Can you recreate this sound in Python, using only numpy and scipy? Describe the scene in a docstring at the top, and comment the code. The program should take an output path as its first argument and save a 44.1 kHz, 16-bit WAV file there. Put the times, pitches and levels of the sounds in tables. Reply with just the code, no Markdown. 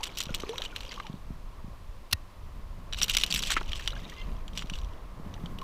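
"""Low surf, gusty wind and faint hiss, made of filtered noise, lie under a hooked fish at the sea surface.
In the first second it thrashes: its shakes rattle a hollow lure (impacts and shell modes) and throw spray
(trains of ticks and bubbles), with slaps, plops and drips; bumps and sleeve rubs reach a body-worn camera.
Just after 2 s the tackle clacks; near 3 s the strongest thrashing begins, then water trickles near 4 s
with a thin squeak of a few harmonics, and weaker bouts follow up to the end."""
import sys
import numpy as np
from scipy import signal
from scipy.fft import rfft, irfft
from scipy.io import wavfile

SR = 44100
rng = np.random.default_rng(int(sys.argv[2]) if len(sys.argv) > 2 else 0)


def pcm_store(signal):
    """Save signal as 16-bit PCM."""
    levels = np.round(np.clip(np.atleast_2d(signal), -1, 1) * 32767)
    wavfile.write(sys.argv[1], SR, levels.astype(np.int16).T)


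N = 248283
FREQUENCIES = np.fft.rfftfreq(N, 1 / SR)
TIME = np.arange(N) / SR
SHORT = TIME[:8192]  # time axis of one brief event

# Every "colour" table is a spectrum. Each row: frequency in Hz, relative level in dB.
# Wind on the microphone. Each row: time in seconds, level in dB.
WIND_LEVEL = [(0, -42.5), (1.65, -42), (2.1, -40.5), (3.3, -34), (4.6, -40), (4.77, -31), (4.92, -40.5),
              (5.63, -40)]
# Colour of the wind rumble. Each row: frequency in Hz, relative level in dB.
WIND_COLOUR = [(8.8, -11), (15, 3.5), (33, 1.5), (97, -14.5), (140, -19), (180, -27.5), (310, -120)]
# Surrounding surf. Each row: time in seconds, level in dB.
SURF_LEVEL = [(0, -51.5), (2.1, -57.5), (3.6, -53.5), (5.63, -52.5)]
# Colour of the surf. Each row: frequency in Hz, relative level in dB.
SURF_COLOUR = [(150, -17.5), (250, -1.5), (400, -4), (600, -2.5), (780, -7), (1080, 0), (1500, -14),
               (2100, -16.5), (3000, -32), (6000, -61)]
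# Colour of the steady hiss. Each row: frequency in Hz, relative level in dB.
HISS_COLOUR = [(500, -5.5), (1500, 0.5), (2700, 1), (4700, -3.5), (8000, -10.5), (12000, -12),
               (15500, -13.5)]
HISS_DB = -62.5

# Arm movements that rub a sleeve near the camera. Each row: middle in seconds,
# half length in seconds (to 1/e of the peak), level in dB.
SLEEVE_RUBS = [(.33, 0.1, -50), (1.098, 0.31, -57.5), (3.186, 0.5, -50.5), (4.01, 0.084, -46),
               (4.302, 0.062, -46.5), (4.576, 0.16, -49), (5.42, 0.21, -47.5)]
RUB_REST_DB = -62  # the sleeves between movements
# Colour of the rubbing. Each row: frequency in Hz, relative level in dB.
RUB_COLOUR = [(50, -5), (90, 3), (130, -1), (185, 7), (300, -7), (500, -17), (1000, -27), (3000, -41.5)]
# Soft bumps on the camera. Each row: start in seconds, level in dB.
CAMERA_BUMPS = [(0.269, -26.5), (.306, -21.5), (1.098, -21), (1.14, -22), (1.305, -21.5), (1.644, -24.5),
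                (1.681, -27), (3.343, -21.5), (4.643, -25), (4.718, -23), (5.198, -24.5), (5.438, -21.5)]
BUMP_START_HZ, BUMP_DECAY_S = 174.7, 0.0038  # every bump sounds the same dull note of the case

# The tackle snapping tight. Each row: start in seconds, relative level in dB, decay in seconds.
TACKLE_CONTACTS = [(2.112, -37.5, 0.0054), (2.1258, -24, 0.0035), (2.129, -14, 0.0016),
                   (2.1306, -8, 0.00087), (2.1336, -16.5, 0.0011)]
# Colour of the contacts. Each row: frequency in Hz, relative level in dB.
TACKLE_COLOUR = [(150, -6), (400, -34), (650, -15), (850, -25), (1300, -13), (1850, -20), (2250, -17),
                 (2660, -3), (3100, -14.5), (4000, -7), (5900, -12.5), (7400, -26), (10000, -18),
                 (13300, -21), (15500, -26)]
# Ring of the tackle. Each row: frequency in Hz, level in dB, time to fall by 60 dB in seconds.
TACKLE_MODES = [(1840, -25, .028), (1875, -41, .09), (2660, -17, .018), (3860, -44, .055), (5930, -32, .02)]

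# The body of the fish slapping the water. Each row: start in seconds, relative level in dB,
# centre frequency in Hz, decay in seconds.
BODY_SLAPS = [(.922, -40, 2000, 0.0045), (.998, -34.5, 1900, 0.0024), (3.497, -29, 1860, 0.02),
              (3.564, -23, 1760, 0.0084), (3.61, -33.5, 1110, .0036)]
# The largest air pockets closing. Each row: start in seconds, level in dB, starting pitch in Hz,
# decay in seconds, glide in octaves per second.
CAVITY_PLOPS = [(.005, -35, 833, 0.013, 16.5), (.292, -38, 1425, .0069, 1), (.292, -34, 587, .0069, -24),
                (.435, -27, 1184, 0.0029, -5), (.436, -22, 400, 0.0026, -4),
                (0.493, -28.5, 437, 0.025, 3.5), (.534, -35.5, 873, 0.012, 19.5),
                (.594, -39.5, 463, 0.025, 51.5), (.727, -40.5, 1460, .0086, -3),
                (.977, -31.5, 1095, 0.0054, 7), (1.001, -24, 1210, 0.0029, -10),
                (1.048, -39.5, 928, .015, -9), (3.567, -21.5, 1320, .0057, -0.5),
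                (3.568, -27, 336, .0037, -13), (3.612, -33, 390, 0.0041, -3), (3.797, -31, 1800, 0.0027, 5),
                (3.932, -33, 1350, 0.0025, 6), (4.121, -40, 1870, 0.0073, 6),
                (5.618, -33.5, 1117, 0.016, -12)]
# The loudest drops that plink into the sea. Each row: start in seconds, level in dB, starting pitch in Hz.
FALLING_DROPS = [(0.5819, -23.5, 3720), (0.892, -34.5, 4700), (.912, -39, 2040), (.66, -28.5, 2950),
                 (.868, -40, 3150), (3.309, -18.5, 4520), (3.924, -35, 3900), (4.052, -36, 3740),
                 (4.216, -37.5, 3100)]
DROP_CYCLES = 11.7  # a drop's decay, in cycles of its starting pitch

# Bouts of thrashing. Each row: start in seconds, length in seconds, then relative levels in dB
# of the spray, the churned water and the light knocks.
BOUTS = [(0, 0.23, -53, -56, -32.5), (0.31, 0.34, -48.5, -47.5, -41), (0.763, 0.18, -49.5, -53, -31.5),
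         (2.982, 0.3, -45, -53.5, -26), (3.32, 0.25, -47, -52, -26), (3.675, 0.21, -49.5, -60, -28.5),
         (3.925, 0.275, -53.5, -52.5, -41), (4.285, .05, -59, -50.5, -50), (4.55, 0.25, -59.5, -66, -35),
         (5.252, 0.24, -66, -52, -52)]
BOUT_RISE_S, BOUT_FALL_DB_PER_S = 0.034, 83
# Colour of the spray's ticks. Each row: frequency in Hz, relative level in dB.
SPRAY_COLOUR = [(530, -31), (900, 1), (1820, -8), (3030, -3), (5000, -17), (5700, -13.5), (6270, -11.5),
                (11000, -31.5), (13000, -20), (15500, -43)]
# Shakes of the fish, each flicking off a sheet of drops. Each row: start in seconds,
# relative level in dB, length in seconds.
SHAKES = [(.029, -34, .018), (0.059, -46, 0.026), (0.17, -41.5, 0.033), (.204, -36, 0.017),
          (0.343, -35.5, 0.026), (.398, -42.5, 0.012), (0.634, -45, 0.031), (2.97, -43.5, 0.039),
          (3.011, -33, 0.039), (3.09, -36, 0.033), (3.132, -32.5, 0.016), (3.168, -20, 0.0084),
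          (3.192, -37.5, 0.04), (3.238, -30, 0.0065), (3.308, -31, 0.011), (3.353, -32.5, 0.046),
          (3.421, -30.5, 0.013), (3.441, -38.5, 0.093), (3.51, -33, 0.037), (3.749, -45, .04),
          (3.821, -51.5, 0.094), (4.552, -45.5, 0.02), (4.573, -39.5, 0.021), (4.595, -48, .038),
          (4.72, -55.5, 0.078)]
# Colour of the flicked drops. Each row: frequency in Hz, relative level in dB.
FLICK_COLOUR = [(500, -21), (1100, -12.5), (2000, -3.5), (3000, 4.5), (4200, -3.5), (5800, -1.5),
                (6600, -8), (7800, -4.5), (9000, -14), (13000, -15.5), (15500, -22)]

# Hard hits of the shaken lure and hooks. Each row: start in seconds, relative level in dB,
# relative treble in dB.
HARD_HITS = [(0.0372, -20.5, -6), (.0545, -17, -34), (0.067, -22, -19), (.172, -21.5, -11), (.185, -18, -7),
             (.2037, -13.5, -11.5), (0.2268, -24, -13), (.2354, -27, -3.5), (0.255, -18.5, -27),
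             (0.3418, -16, -24), (0.346, -16.5, -6), (.492, -15, -23.5), (.5806, -12.5, -27),
             (0.619, -12.5, -26), (.6508, -17, -26), (0.7616, -13.5, -20.5), (0.8059, -22.5, -16),
             (0.9183, -17, -35), (1.067, -19.5, -55), (2.9257, -13.5, -42), (2.9326, -11, -33),
             (2.9447, -17, -28), (2.988, -21, -15), (3.0155, -2.5, -39), (3.0233, -16, -7),
             (3.0308, -11.5, -5), (3.041, -11, -11), (3.0816, -11.5, -20), (3.0968, -5, -16),
             (3.1084, -9, -32), (3.1485, -4, -23), (3.1682, -7, -11), (3.184, -13, -13), (3.212, -14, -23),
             (3.2356, 0, -21.5), (3.263, -17.5, -13), (3.3039, -17, -14), (3.311, -21, -13),
             (3.3248, -17, -3), (3.34, -13, -8.5), (3.3463, -13, -5), (3.3598, -11, -17),
             (3.3917, -14.5, -11), (3.4267, -9, -23), (3.4352, -12.5, -16.5), (3.471, -20, -10),
             (3.5042, -6, -17), (3.5198, -4.5, -23), (3.689, -25, -31), (3.7188, -16, -25),
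             (3.7315, -14, -34), (3.7968, -20, -23), (3.8754, -4, -25.5), (4.0975, -29, -11),
             (4.4799, -27, -19), (4.5744, -11.5, -21), (4.5919, -16.5, -31), (4.622, -15, -37),
             (4.698, -16.5, -24), (4.7365, -20, -36), (4.754, -19, -34), (4.787, -27.5, -23),
             (5.3397, -26, -26.5), (5.4587, -22, -53), (5.5867, -25, -21), (5.6148, -26, -22)]
KNOCKS_PER_S = 45  # slots for light knocks of the lure while the fish moves
# Colour of the hits. Each row: frequency in Hz, relative level in dB.
LURE_COLOUR = [(350, -13.5), (600, -15), (1100, -3.5), (2000, -8), (3000, 6), (4000, 2.5), (5000, -10.5),
               (5800, -15.5), (6600, -6.5), (7700, -9), (8800, -17), (10300, -14.5), (11500, -22.5),
               (13000, -12.5), (15500, -20.5)]
# Modes of the lure and its hooks. Each row: frequency in Hz, relative level in dB,
# time to fall by 60 dB in seconds.
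LURE_MODES = [(2685, -45.5, 0.017), (2947, -35.5, 0.075), (3378, -47.5, 0.096), (4720, -45, 0.017),
              (5730, -27, 0.014), (5900, -32, 0.015), (7703, -64, 0.052), (10700, -52, 0.033)]
RING_HZ, RING_SPREAD = 2996, 0.05  # the shell's main ring, and its share of change from hit to hit

BAND_EDGE_HZ = 15550


def amp(db):
    """Logarithmic level: decibels to gain."""
    return 10 ** (np.asarray(db) / 20)


def unit(x):
    """Power normalisation: scales to rms 1."""
    return x / np.sqrt(np.mean(x ** 2) + 1e-20)


def add(mix, s, sound):
    """Superposition: mixes a sound in at time s."""
    part = mix[max(0, round(s * SR)):][:len(sound)]
    part += sound[:len(part)]


def level(rows):
    """Envelope: gain through (seconds, dB) rows, fading to silence within 30 ms outside them."""
    s, db = np.transpose(rows)
    fade = np.interp(TIME, [s[0] - .03, s[0], s[-1], s[-1] + .03], [0, 1, 1, 0])
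    return amp(np.interp(TIME, s, db)) * fade


def swell(middle, half_length):
    """Gaussian envelope: a smooth rise and fall around a moment."""
    return np.exp(-((TIME - middle) / half_length) ** 2)


def colour(x, points):
    """Minimum-phase filtering: a causal filter of the given shape; white noise keeps its power."""
    hz, db = np.transpose(points)
    gain = unit(amp(np.interp(np.log(FREQUENCIES + 1), np.log(hz + 1), db)))
    mirrored = np.r_[gain, gain[(N - 1) // 2:0:-1]]
    log_gain = np.log(np.maximum(mirrored, 1e-5))
    # the Hilbert transform of the log gain gives the phase
    response = np.exp(np.conj(signal.hilbert(log_gain)))[:len(FREQUENCIES)]
    return irfft(rfft(x) * response, N)


def drift(hz):
    """Low-passed noise: a slow random wander of rms 1, up to about hz."""
    spectrum = rfft(rng.standard_normal(N)) * np.exp(-(FREQUENCIES / hz) ** 2)
    return unit(irfft(spectrum, N))


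def ring(modes):
    """Modal vibration: dying sines of a struck object."""
    return sum(amp(db - 60 * SHORT / t60) * np.sin(2 * np.pi * hz * SHORT) for hz, db, t60 in modes)


def bubble(hz, decay, glide, rise=0.00011):
    """Damped resonance: a dying oscillation whose pitch glides in octaves per second."""
    pitch = hz * 2 ** np.clip(glide * SHORT, -1.5, 1.5)
    oscillation = np.sin(2 * np.pi * np.cumsum(pitch) / SR)
    return oscillation * np.exp(-SHORT / decay) * (1 - np.exp(-SHORT / rise))


def burst(decay):
    """Broadband impact: a puff of dying noise."""
    return rng.standard_normal(len(SHORT)) * np.exp(-SHORT / max(decay, 1e-4))


def contact(decay):
    """Local contact resonance: a sharp tick of random pitches that ring for a moment; energy 1."""
    t = SHORT[:1024]
    place, phase, size = rng.random((3, 22, 1))
    hz = 1200 + 15000 * place
    partials = size ** 2 * np.cos(2 * np.pi * (hz * t + phase)) * np.exp(-t / decay)
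    tick = partials.sum(0)
    return tick / np.linalg.norm(tick)


def shower(per_s, spread_db):
    """Random arrivals: independent impacts of either sign, a few of them large."""
    size = amp(spread_db * np.minimum(rng.exponential(1, N), 4))
    return size * rng.choice([-1, 1], N) * (rng.random(N) < per_s / SR)


def crackle(per_s, spread_db, decay, count=24):
    """Superposed random arrivals: a train of unlike ticks."""
    trains = (signal.oaconvolve(shower(per_s / count, spread_db), contact(decay))[:N] for _ in range(count))
    return sum(trains)


def fizzing(pitches, per_s, cycles, glide):
    """Bubble resonance over many sizes: each pitch sounds per_s times a second and dies in cycles."""
    bubbles = (signal.oaconvolve(shower(per_s, 4.2), bubble(hz, cycles / hz, glide))[:N] for hz in pitches)
    return unit(sum(bubbles))


def thrashing():
    """Shared envelopes of spray, churn and knocks: each bout rises quickly, holds, and decays exponentially."""
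    gains = np.zeros((3, N))
    for start, length, *dbs in BOUTS:
        rise = np.clip((TIME - start) / BOUT_RISE_S + 1, 0, 1)  # full at the start time
        fall = amp(-BOUT_FALL_DB_PER_S * np.maximum(TIME - start - length, 0))
        gains = np.maximum(gains, amp(dbs)[:, None] * rise * fall)
    return gains


def sea(gust_db=3.0, lap_db=0.92):
    """Modulated noise: gusty wind rumble and the wash of the surf, over a faint steady hiss."""
    gusts = rng.standard_normal(N) * amp(gust_db * drift(5.6))
    laps = rng.standard_normal(N) * amp(lap_db * drift(11.6))
    wind = level(WIND_LEVEL) * unit(colour(gusts, WIND_COLOUR))
    surf = level(SURF_LEVEL) * unit(colour(laps, SURF_COLOUR))
    hiss = amp(HISS_DB) * unit(colour(rng.standard_normal(N), HISS_COLOUR))
    return wind + surf + hiss


def handling(lump_db=3):
    """Structure-borne sound: lumpy sleeve rubbing and bumps reach the microphone through its case."""
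    rubbing = amp(RUB_REST_DB) + sum(amp(db) * swell(s, half_length) for s, half_length, db in SLEEVE_RUBS)
    lumpy_noise = rng.standard_normal(N) * amp(lump_db * drift(11.5))
    out = rubbing * unit(colour(lumpy_noise, RUB_COLOUR))
    for s, db in CAMERA_BUMPS:
        add(out, s, amp(db) * bubble(BUMP_START_HZ, BUMP_DECAY_S, -34.0, rise=0.0012))
    return out


def squeak(s=4.16, length=0.08, hz=692, db=-50, fall_db=5):
    """Harmonic series without its lowest members: a faint thin squeak, unsteady and slightly rising."""
    t = np.arange(0, length, 1 / SR)
    pitch = hz * (1 + 0.21 * (t - length / 2) + 0.007 * drift(250)[:len(t)])
    turns = np.cumsum(pitch) / SR
    tone = sum(amp(-fall_db * (k - 3.5)) * np.sin(2 * np.pi * k * turns) for k in range(3, 9))
    out = np.zeros(N)
    add(out, s, amp(db) * tone * signal.windows.tukey(len(t), .6))
    return out


def tackle(ring_s=2.1305, thud_s=2.139, thud_db=-24, thud_hz=95, thud_decay=0.016):
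    """Impact excitation: tight hard contacts, then a brief modal ring and a low thud through the rod."""
    contacts = np.zeros(N)
    for s, db, decay in TACKLE_CONTACTS:
        add(contacts, s, amp(db) * burst(decay))
    out = colour(contacts, TACKLE_COLOUR)
    add(out, ring_s, ring(TACKLE_MODES))
    add(out, thud_s, amp(thud_db) * bubble(thud_hz, thud_decay, -29.0, rise=0.00079))
    return out


def trickle(s=4.02, half_length=0.18, db=-53):
    """Bubble resonance: water runs off the lifted fish and rings small, clear bubbles."""
    return amp(db) * swell(s, half_length) * fizzing(np.geomspace(1600, 4300, 18), per_s=13, cycles=12, glide=3.5)


def splashes():
    """Surface impact and cavity resonance: flat slaps, plops of closing cavities, drops falling back."""
    out = np.zeros(N)
    for s, db, hz, decay in BODY_SLAPS:
        band = signal.butter(2, [hz * 0.6, hz * 1.6], "band", fs=SR)
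        slap = signal.lfilter(*band, burst(decay) * (1 - np.exp(-SHORT / 0.0038)))
        add(out, s, amp(db + 6.5) * slap / abs(slap).max())
    for s, db, hz, decay, glide in CAVITY_PLOPS:
        add(out, s, amp(db) * bubble(hz, decay, glide))
    for s, db, hz in FALLING_DROPS:
        add(out, s, amp(db) * bubble(hz, DROP_CYCLES / hz, glide=5.3))
    return out


def spray(ticks_db=-5.0, drips_db=-5, slosh_db=-5):
    """Drop impact and entrained air: drops tick and trap small bubbles; churned water traps larger ones."""
    flying, churn, _ = thrashing()
    ticks = unit(colour(crackle(520, 3.5, .0009), SPRAY_COLOUR))
    # bubbles rise in pitch as they near the surface
    drips = fizzing(np.geomspace(2300, 6000, 18), per_s=18, cycles=9.2, glide=4.0)
    slosh = fizzing(np.geomspace(330, 2400, 18), per_s=25, cycles=5.3, glide=6.5)
    return flying * (amp(ticks_db) * ticks + amp(drips_db) * drips) + churn * amp(slosh_db) * slosh


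def flicks(drops_db=-1, bubbles_db=-5):
    """Many small impacts: a flick lands as coarse crackle and tiny bubbles, fading as the sheet thins."""
    flow = np.zeros(N)
    for s, db, length in SHAKES:
        progress = np.linspace(0, 1, max(round(length * SR), 8))
        thinning = 1.2 - .5 * progress
        add(flow, s, amp(db) * signal.windows.tukey(len(progress), .35) * thinning)
    drops = unit(colour(crackle(750, 2.2, .001), FLICK_COLOUR))
    bubbles = fizzing(np.geomspace(2700, 8200, 18), per_s=70, cycles=4.0, glide=0)
    return flow * (amp(drops_db) * drops + amp(bubbles_db) * bubbles)


def light_knocks(spread_db=3.5, treble_db=-23):
    """Random excitation: small hits whose level follows the thrashing; rows as in HARD_HITS."""
    slots = np.arange(0, TIME[-1], 1 / KNOCKS_PER_S)
    chance = rng.random((1024, 3))[:len(slots)]
    times = slots + chance[:, 0] / KNOCKS_PER_S
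    liveliness = np.interp(times, TIME, thrashing()[2])
    extra_db = spread_db * np.minimum(-np.log(1 - chance[:, 1]), 2)
    dbs = 20 * np.log10(liveliness + 1e-9) + extra_db
    trebles = treble_db + 10 * (chance[:, 2] - .5)
    return [row for row in zip(times, dbs, trebles) if row[1] > -55]  # drop the faintest


def lure(hit_db=0.0, snap=0.41, scatter=0.0039, rebound=0.84, ring_db=-16, ring_decay=0.0024, bright_db=19):
    """Impact and shell resonance: a snap, a short ring and fast rebounds excite the hollow shell's modes."""
    hits, rings = np.zeros(N), np.zeros(N)
    low, high = (signal.butter(2, 5500, kind, fs=SR) for kind in ("low", "high"))
    for s, db, treble_db in HARD_HITS + light_knocks():
        hz = RING_HZ * np.exp(RING_SPREAD * rng.standard_normal())
        # the rebounds build up over a millisecond before they die away
        build_up = 1 - np.exp(-SHORT / .0006)
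        rebounds = (burst(scatter) * rng.exponential(1, len(SHORT)) * build_up)[:1024]
        tick = contact(.0011) * np.minimum(SHORT[:1024] / .0003, 1)
        blow = tick + rebound * rebounds / np.linalg.norm(rebounds)
        blow[20] += snap  # a one-sample click
        # glancing hits have little treble; the minus sign aligns the two bands at the crossover
        treble = amp(treble_db + bright_db) * signal.lfilter(*high, blow)
        blow = signal.lfilter(*low, blow) - treble
        add(hits, s + 0.00021, amp(db + hit_db) * blow)
        add(rings, s + 0.00078, amp(db + hit_db + ring_db) * bubble(hz, ring_decay, 0))
    shell = signal.oaconvolve(hits, ring(LURE_MODES))[:N]
    return colour(hits, LURE_COLOUR) + rings + shell


def scene():
    """Free field: open water gives no echo, so all sources arrive dry and simply add."""
    background = sea() + handling() + squeak() + tackle()
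    water = trickle() + splashes() + spray() + flicks()
    return (background + water + lure())[None]


def record(dry):
    """Band limitation: the camera passes only what lies below its upper edge."""
    lowpass = signal.firwin(301, BAND_EDGE_HZ, window=("kaiser", 9), fs=SR)
    return signal.oaconvolve(dry, lowpass[None], "same")


dry = scene()
out = record(dry)
pcm_store(out)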